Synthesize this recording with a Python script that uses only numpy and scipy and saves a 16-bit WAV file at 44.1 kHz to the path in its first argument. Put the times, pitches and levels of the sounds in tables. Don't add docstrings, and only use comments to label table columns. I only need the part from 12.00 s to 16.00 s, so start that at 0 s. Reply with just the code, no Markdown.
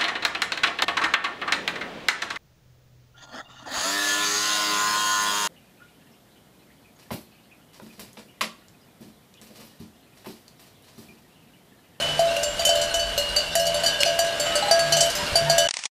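import sys
import numpy as np
from scipy import signal
from scipy.fft import rfft, irfft, next_fast_len
from scipy.io import wavfile
from scipy.ndimage import map_coordinates

SR = 44100
rng = np.random.default_rng(int(sys.argv[2]) if len(sys.argv) > 2 else 0)


def unload_wav(signal):
    wavfile.write(
        sys.argv[1],
        SR,
        np.round(np.clip(np.atleast_2d(signal).T, -1, 1) * 32767).astype(np.int16),
    )


N = 176400
CUT_S, ATTACK_S = 3.677, 0.00096


def amp(db):
    return 10 ** (np.asarray(db) / 20)


def unit(x):
    return x / np.sqrt(np.mean(x ** 2) + 1e-20)


def clock():
    return np.arange(N) / SR


def along(points, hz):
    freqs, dbs = np.transpose(points)
    return np.interp(np.log(hz + 1), np.log(freqs + 1), dbs)


def curves(rows):
    times, *columns = np.transpose(rows)
    return [np.interp(clock(), times, column) for column in columns]


def wobble(rate):
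    return map_coordinates(rng.standard_normal(400), [clock() * rate], mode="mirror")


def filtered(x, response):
    size = next_fast_len(N + SR // 2)
    return irfft(rfft(x, size) * response(np.fft.rfftfreq(size, 1 / SR)), size)[:N]


def noise(colour):
    return unit(filtered(rng.standard_normal(N), lambda hz: amp(along(colour, hz))))


def struck(times, dbs, t60s, attack=ATTACK_S, choke=np.inf):
    env = np.zeros(N)
    for s, db, t60 in np.broadcast(times, dbs, t60s):
        start = int(np.clip(s * SR, 0, N - 1))
        t = np.arange(min(int(1.5 * t60 * SR), N - start)) / SR
        part = slice(start, start + len(t))
        blow = amp(db) * np.exp(-np.log(1000) * t / t60) * (1 - np.exp(-t / attack))
        env[part] = np.maximum(env[part] * np.exp(-t / choke), blow)
    return env


def tone(hz, sway=0):
    return np.sin(2 * np.pi * (hz * clock() + rng.random()) + sway)


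def swell(centre, length):
    return np.exp(-(2 * (clock() - centre) / length) ** 2)


def knocks(rows, colour, attack):
    return struck(*np.transpose(rows), attack) * noise(colour)


def hillside(x, send_db=-17, t60=.55):
    t = np.arange(SR // 2) / SR
    tail = rng.standard_normal(len(t)) * np.exp(-np.log(1000) * t / t60) * (t > .008)
    wet = signal.fftconvolve(x, tail / np.linalg.norm(tail))[:N]
    colour = [(600, 0.5), (2500, 10.0), (12000, 2.5)]  # f/Hz, gain/dB
    return amp(send_db) * filtered(wet, lambda hz: amp(along(colour, hz)))


# f/Hz, gain/dB
AIR_COLOUR = [(20, -23.5), (100, -9.5), (373, -11.5), (590, -3.5), (856, -9), (1580, -10.5), (2500, -11.5),
              (3180, -9), (4620, -14.5), (10300, -24.5), (15000, -35.5)]
RUMBLE_COLOUR = [(15, -15), (50, 0), (80, -9.5), (200, -23.5), (1000, -74)]
# t/s, level/dB
AIR_LEVEL = [(0, -32.5), (2.3, -34), (2.6, -30.5), (3.6, -32)]
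RUMBLE_LEVEL = [(0, -51), (1.1, -41.5), (2.3, -53.5), (3.6, -47)]


def air(flutter_db=1.3):
    hiss_db, = curves(AIR_LEVEL)
    rumble_db, = curves(RUMBLE_LEVEL)
    hiss = amp(hiss_db + flutter_db * wobble(8.81)) * noise(AIR_COLOUR)
    return hiss + amp(rumble_db) * noise(RUMBLE_COLOUR)


# centre t/s, length/s, level/dB
HUM_SWELLS = [(0.157, 0.24, -38.5), (2.938, 0.22, -32.5), (3.482, 0.13, -28)]


def hum(hz=150):
    return sum(amp(db) * swell(s, length) for s, length, db in HUM_SWELLS) * tone(hz)


# t/s, f/Hz, level/dB
BUZZ_FUNDAMENTAL = [(1.3, 152.4, -54.5), (1.65, 167.1, -40.5), (2.3, 154.6, -49), (2.48, 159.8, -54),
                    (2.7, 163.1, -51), (2.9, 159.6, -56.5), (3.2, 152.5, -65.5), (3.5, 158, -47.5)]
# t/s, level/dB
BUZZ_OVERTONES = [(2.25, -60), (2.48, -33.5), (2.85, -40), (3.15, -39), (3.6, -40)]
# f/Hz, gain/dB
BUZZ_COLOUR = [(300, -5), (1130, -27.5), (1290, 9), (1480, 2), (1800, -3), (2200, 2), (3000, -12.5),
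               (5000, -16)]


def buzz(jitter=0.00524, flicker_db=2):
    hz, low_db = curves(BUZZ_FUNDAMENTAL)
    high_db, = curves(BUZZ_OVERTONES)
    phase = 2 * np.pi * np.cumsum(hz * (1 + jitter * wobble(40))) / SR
    overtones = sum(amp(along(BUZZ_COLOUR, k * hz) + flicker_db * wobble(20)) * np.sin(k * phase)
                    for k in range(2, 24))
    return amp(low_db) * np.sin(phase) + amp(high_db) * unit(overtones)


# centre t/s, length/s, f/Hz, level/dB
YELPS = [(3.21, 0.056, 964, -32), (3.482, 0.04, 915, -28)]


def yelps(glide_per_s=0.94, overtone_db=-6):
    out = np.zeros(N)
    for s, length, hz, db in YELPS:
        pitch = hz * (1 + glide_per_s * (clock() - s) + 0.014 * wobble(120))
        phase = 2 * np.pi * np.cumsum(pitch) / SR
        out += amp(db) * swell(s, length) * (np.sin(phase) + amp(overtone_db) * np.sin(2 * phase))
    return out


# t/s, level/dB, t60/s
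STEPS = [(3.226, -22, 0.077), (3.32, -19, 0.076), (3.41, -27.5, .15)]
# f/Hz, gain/dB
STEP_COLOUR = [(30, -10.5), (80, 9), (180, 3), (320, -8), (1500, -11.5), (5000, -40)]


def footfalls():
    return knocks(STEPS, STEP_COLOUR, attack=0.0066)


# t/s, level/dB, t60/s
TWIG_CRACKS = [(.62, -17, 0.018), (2.0325, -0.5, 0.011)]
# f/Hz, gain/dB
TWIG_COLOUR = [(300, -19.5), (1200, -33.5), (2100, -5), (3300, -9), (5000, -17.5), (14000, -28)]


def twig():
    return knocks(TWIG_CRACKS, TWIG_COLOUR, attack=0.00098)


# t/s, level/dB, t60/s
CLACKS = [(3.6878, -10.5, 0.013), (3.709, -12, 0.013), (3.7395, -19, 0.021), (3.7685, -14, 0.014),
          (3.7895, -25.5, 0.036), (3.838, -20.5, 0.013), (3.8455, -31, 0.024), (3.8542, -16.5, 0.03)]
# f/Hz, gain/dB
SHUTTER_COLOUR = [(100, -31), (542, -25.5), (766, -13), (1660, -15), (1770, -9.5), (3530, -12), (4330, -11),
                  (5420, -9.5), (9010, -16.5), (13000, -56)]
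# t/s, level/dB
WHIRR = [(3.68, -104), (3.69, -41), (3.727, -58), (3.745, -41.5), (3.8, -40.5), (3.86, -41), (3.88, -93)]


def shutter(top_hz=11000):
    whirr_db, = curves(WHIRR)
    clacks = knocks(CLACKS, SHUTTER_COLOUR, attack=0.00032)
    whirr = amp(whirr_db) * noise(SHUTTER_COLOUR) * (clock() < WHIRR[-1][0])
    return filtered(clacks + whirr, lambda hz: 1 / (1 + (hz / top_hz) ** 50))


# f/Hz, gain/dB, t60/s
FLOCK_MODES = [(595, -5.5, 0.69), (1558, -6.5, 0.51), (2847, -2.5, 0.38), (4280, -1, 0.14),
               (5250, -8.5, 0.2), (8600, -7.5, 0.1), (12700, -20, 0.05)]
HIGH_MODE_HZ = 3500


def flock(bells=20, strikes=12, size_spread=.045, level_db=-35):
    bed = np.zeros(N)
    for _ in range(bells):
        scale = np.exp(size_spread * rng.uniform(-1, 1))
        times, force_db = rng.uniform(-.2, CUT_S, strikes), rng.normal(0, 3, strikes)
        for hz, db, t60 in FLOCK_MODES:
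            detune = rng.normal(0, .1 if hz > HIGH_MODE_HZ else .015)
            dbs = force_db + db + rng.normal(0, 2.26, strikes)
            bed += struck(times, dbs, t60) * tone(hz * scale * (1 + detune))
    return amp(level_db) * unit(bed)


# t/s, f/Hz, level/dB
TINKLES = [(.755, 4210, -33), (.875, 4320, -34), (1.18, 4220, -41), (3.151, 5090, -32.5)]


def tinkles(t60=0.65):
    return sum(struck([s], db, t60) * tone(hz) for s, hz, db in TINKLES)


# t/s, level/dB
PINGS = [(2.624, -17.5), (2.682, -18)]
# f/Hz, gain/dB, t60/s
PING_MODES = [(816, -0.5, 0.18), (4110, -7.5, 0.19), (7850, -7.5, 0.055)]


def small_bell():
    times, force_db = np.transpose(PINGS)
    return sum(struck(times, force_db + db, t60) * tone(hz) for hz, db, t60 in PING_MODES)


# f/Hz, gain/dB
SHIMMER_COLOUR = [(1500, 6), (3800, 3), (5500, 6), (7500, 6), (11000, 0), (15000, -12)]


def ticks(count=45, level_db=-39, t60=.05):
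    dbs = level_db + rng.normal(0, 4, count)
    return struck(rng.uniform(0, CUT_S, count), dbs, t60) * noise(SHIMMER_COLOUR)


def shimmer(touches, force_db, count=42, gain_db=-8.5, t60=0.12):
    out = np.zeros(N)
    freqs = np.linspace(3300, 15000, count) + rng.normal(0, 70, count)
    for patch in freqs.reshape(-1, 6):
        patch_db = force_db + gain_db + rng.normal(0, 3.5, len(touches))
        for hz in patch:
            dbs = patch_db + along(SHIMMER_COLOUR, hz) + rng.normal(0, 4, len(touches))
            out += struck(touches, dbs, t60) * tone(hz)
    return out / np.sqrt(count)


# f/Hz, gain/dB
CRACK_COLOUR = [(600, -10.5), (2000, 9), (3700, 3.5), (5500, -14), (9000, 5), (15000, -6)]


def clapper(times, treble_db, rebound_s=0.018, rebound_db=-7, crack_db=-5.5, crack_t60=0.019):
    flight = rebound_s * (.5 + rng.random(len(times)))
    touches = np.r_[times, times + flight, times + 2 * flight]
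    force_db = np.r_[treble_db, treble_db + rebound_db, treble_db + 2 * rebound_db]
    sparkle = shimmer(touches, force_db)
    dbs = force_db + crack_db + rng.normal(0, 3.5, len(touches))
    return sparkle + struck(touches, dbs, crack_t60) * noise(CRACK_COLOUR)


def bell(modes, strikes, scatter_db=3.5, swing_rad=0.5, choke_s=0.0052):
    times, *columns = np.transpose(strikes)
    forces = dict(zip(modes, columns))
    leans = dict(zip(("ring", "clang"), columns[len(modes):]))
    swing = swing_rad * wobble(9)
    out = np.zeros(N)
    for register, rows in modes.items():
        for k, (hz, db, t60) in enumerate(rows):
            lean_db = np.minimum(0, leans.get(register, 0) * (1 if k else -1))
            height = hz / HIGH_MODE_HZ
            chance_db = scatter_db * height * (2 * rng.random(len(times)) - 1)
            dbs = forces[register] + db + lean_db + chance_db
            out += struck(times, dbs, t60, choke=choke_s) * tone(hz, swing * np.sqrt(height))
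    return out + clapper(times, forces["treble"])


LEAD_MODES = {"treble": [(6644, -17, .14), (6972, -16, .16), (7106, -15, .15), (7500, -15, .1),
              (8945, -23, .17)], "hum": [(673, 6, .85), (735, 2, .05)], "ring": [(2987, 5, .7),
              (3035, 4.3, .52)], "clang": [(4640, 3, .18), (4770, 2, .22), (4298, -1, .16),
              (4500, -1, .16)], "edge": [(5913, 2, .2), (1642, -4, 1.1)]}
SECOND_MODES = {"treble": [(7340, -13, 0.28)], "hum": [(590.4, 4, 0.52), (1528, -14.5, 0.92)],
                "ring": [(2814, -10.5, 0.34), (2920, -6.5, .8)], "clang": [(4520, -4.5, .23),
                (6260, -10, .16)]}
THIRD_MODES = {"treble": [(7526, -17, .25), (8134, -13, .1)], "hum": [(578, 4, .55)],
               "ring": [(2870, -1.5, 1)], "clang": [(4270, -5, .25), (5275, -7, .19), (5968, -7, .17)]}
# t/s, then gain/dB for treble, hum, ring, clang
# The lead adds edge gain/dB, ring lean/dB, clang lean/dB
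LEAD_STRIKES = [(0.0193, -28.5, -34, -27, -65, -58, -28, 4), (0.192, -21, -17.5, -32, -32, -41, 22, 15),
                (0.593, -21.5, -28.5, -35.5, -25, -48, 4, -20),
                (0.6504, -9.5, -35, -19.5, -38, -35, 21, -8),
                (0.6902, -18, -22.5, -21.5, -27.5, -35, 28, -15),
                (0.814, -18.5, -29, -33, -27.5, -33, 2, 7), (0.9407, -19, -25, -24, -47, -31.5, -9, 3),
                (1.3645, -27, -38, -41, -18.5, -44, -18, -13),
                (1.553, -15, -21, -33.5, -20.5, -30.5, -5, -13),
                (1.6652, -19.5, -25.5, -34, -23, -47, -1.5, -5),
                (1.835, -19, -24, -31.5, -29.5, -52, -20, 8), (1.8607, -15, -34, -27.5, -18, -25, 0, -5),
                (2.06, -25, -24, -31, -30, -29.5, 17, 0), (2.1894, -15.5, -21.5, -32, -21.5, -25.5, -5, -7),
                (2.4602, -33, -28.5, -32, -39, -50, -6, 2), (2.7107, -16.5, -17, -41, -15, -21, 0, -31),
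                (2.9222, -14.5, -22, -26, -19, -25.5, 12, 8),
                (2.9655, -23.5, -25.5, -28, -35.5, -32.5, 13.5, 19),
                (3.006, -10, -21, -21.5, -20.5, -39.5, 17, 8), (3.099, -24, -43.5, -45, -31, -43, 10, 2.5),
                (3.355, -14.5, -22, -35, -16, -28.5, 4, -13), (3.497, -15, -20, -36.5, -18, -24.5, 3, -4.5),
                (3.5804, -14, -21, -26, -28, -22, -14, -6.5)]
SECOND_STRIKES = [(0.4314, -18, -26, -27, -27), (0.6663, -34, -24.5, -39, -20), (0.753, -21, -23, -23, -34),
                  (0.994, -25.5, -32.5, -30, -20), (1.362, -21, -30, -21, -23),
                  (1.6537, -27, -30, -27, -29), (1.743, -22, -25, -28, -20), (2.0514, -23, -28, -40, -25),
                  (2.3974, -17.5, -26, -37, -19), (2.554, -18.5, -23.5, -22.5, -22.5),
                  (2.792, -22, -52, -28.5, -18.5), (2.9672, -15.5, -26, -28, -17.5),
                  (3.1516, -17, -31.5, -42, -34), (3.5808, -14.5, -26.5, -28.5, -19)]
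THIRD_STRIKES = [(0.365, -24.5, -28, -23, -48), (1.177, -17, -24, -21, -22.5),
                 (1.596, -18.5, -31, -25.5, -22.5), (2.0043, -18, -25, -17.5, -19.5)]


def near_bells():
    return (amp(-1) * bell(LEAD_MODES, LEAD_STRIKES)
            + amp(0.5) * bell(SECOND_MODES, SECOND_STRIKES)
            + amp(-0.5) * bell(THIRD_MODES, THIRD_STRIKES))


def scene():
    sources = near_bells() + flock() + tinkles() + small_bell() + ticks() + yelps() + buzz() + twig()
    pasture = sources + hillside(sources) + air() + hum() + footfalls()
    gate = np.clip((CUT_S - clock()) / 0.0026, 0, 1)
    return (pasture * gate + shutter())[None]


def record(dry):
    return filtered(dry[0], lambda hz: 1 / (1 + (hz / 15200) ** 120))[None]


dry = scene()
out = record(dry)
unload_wav(out)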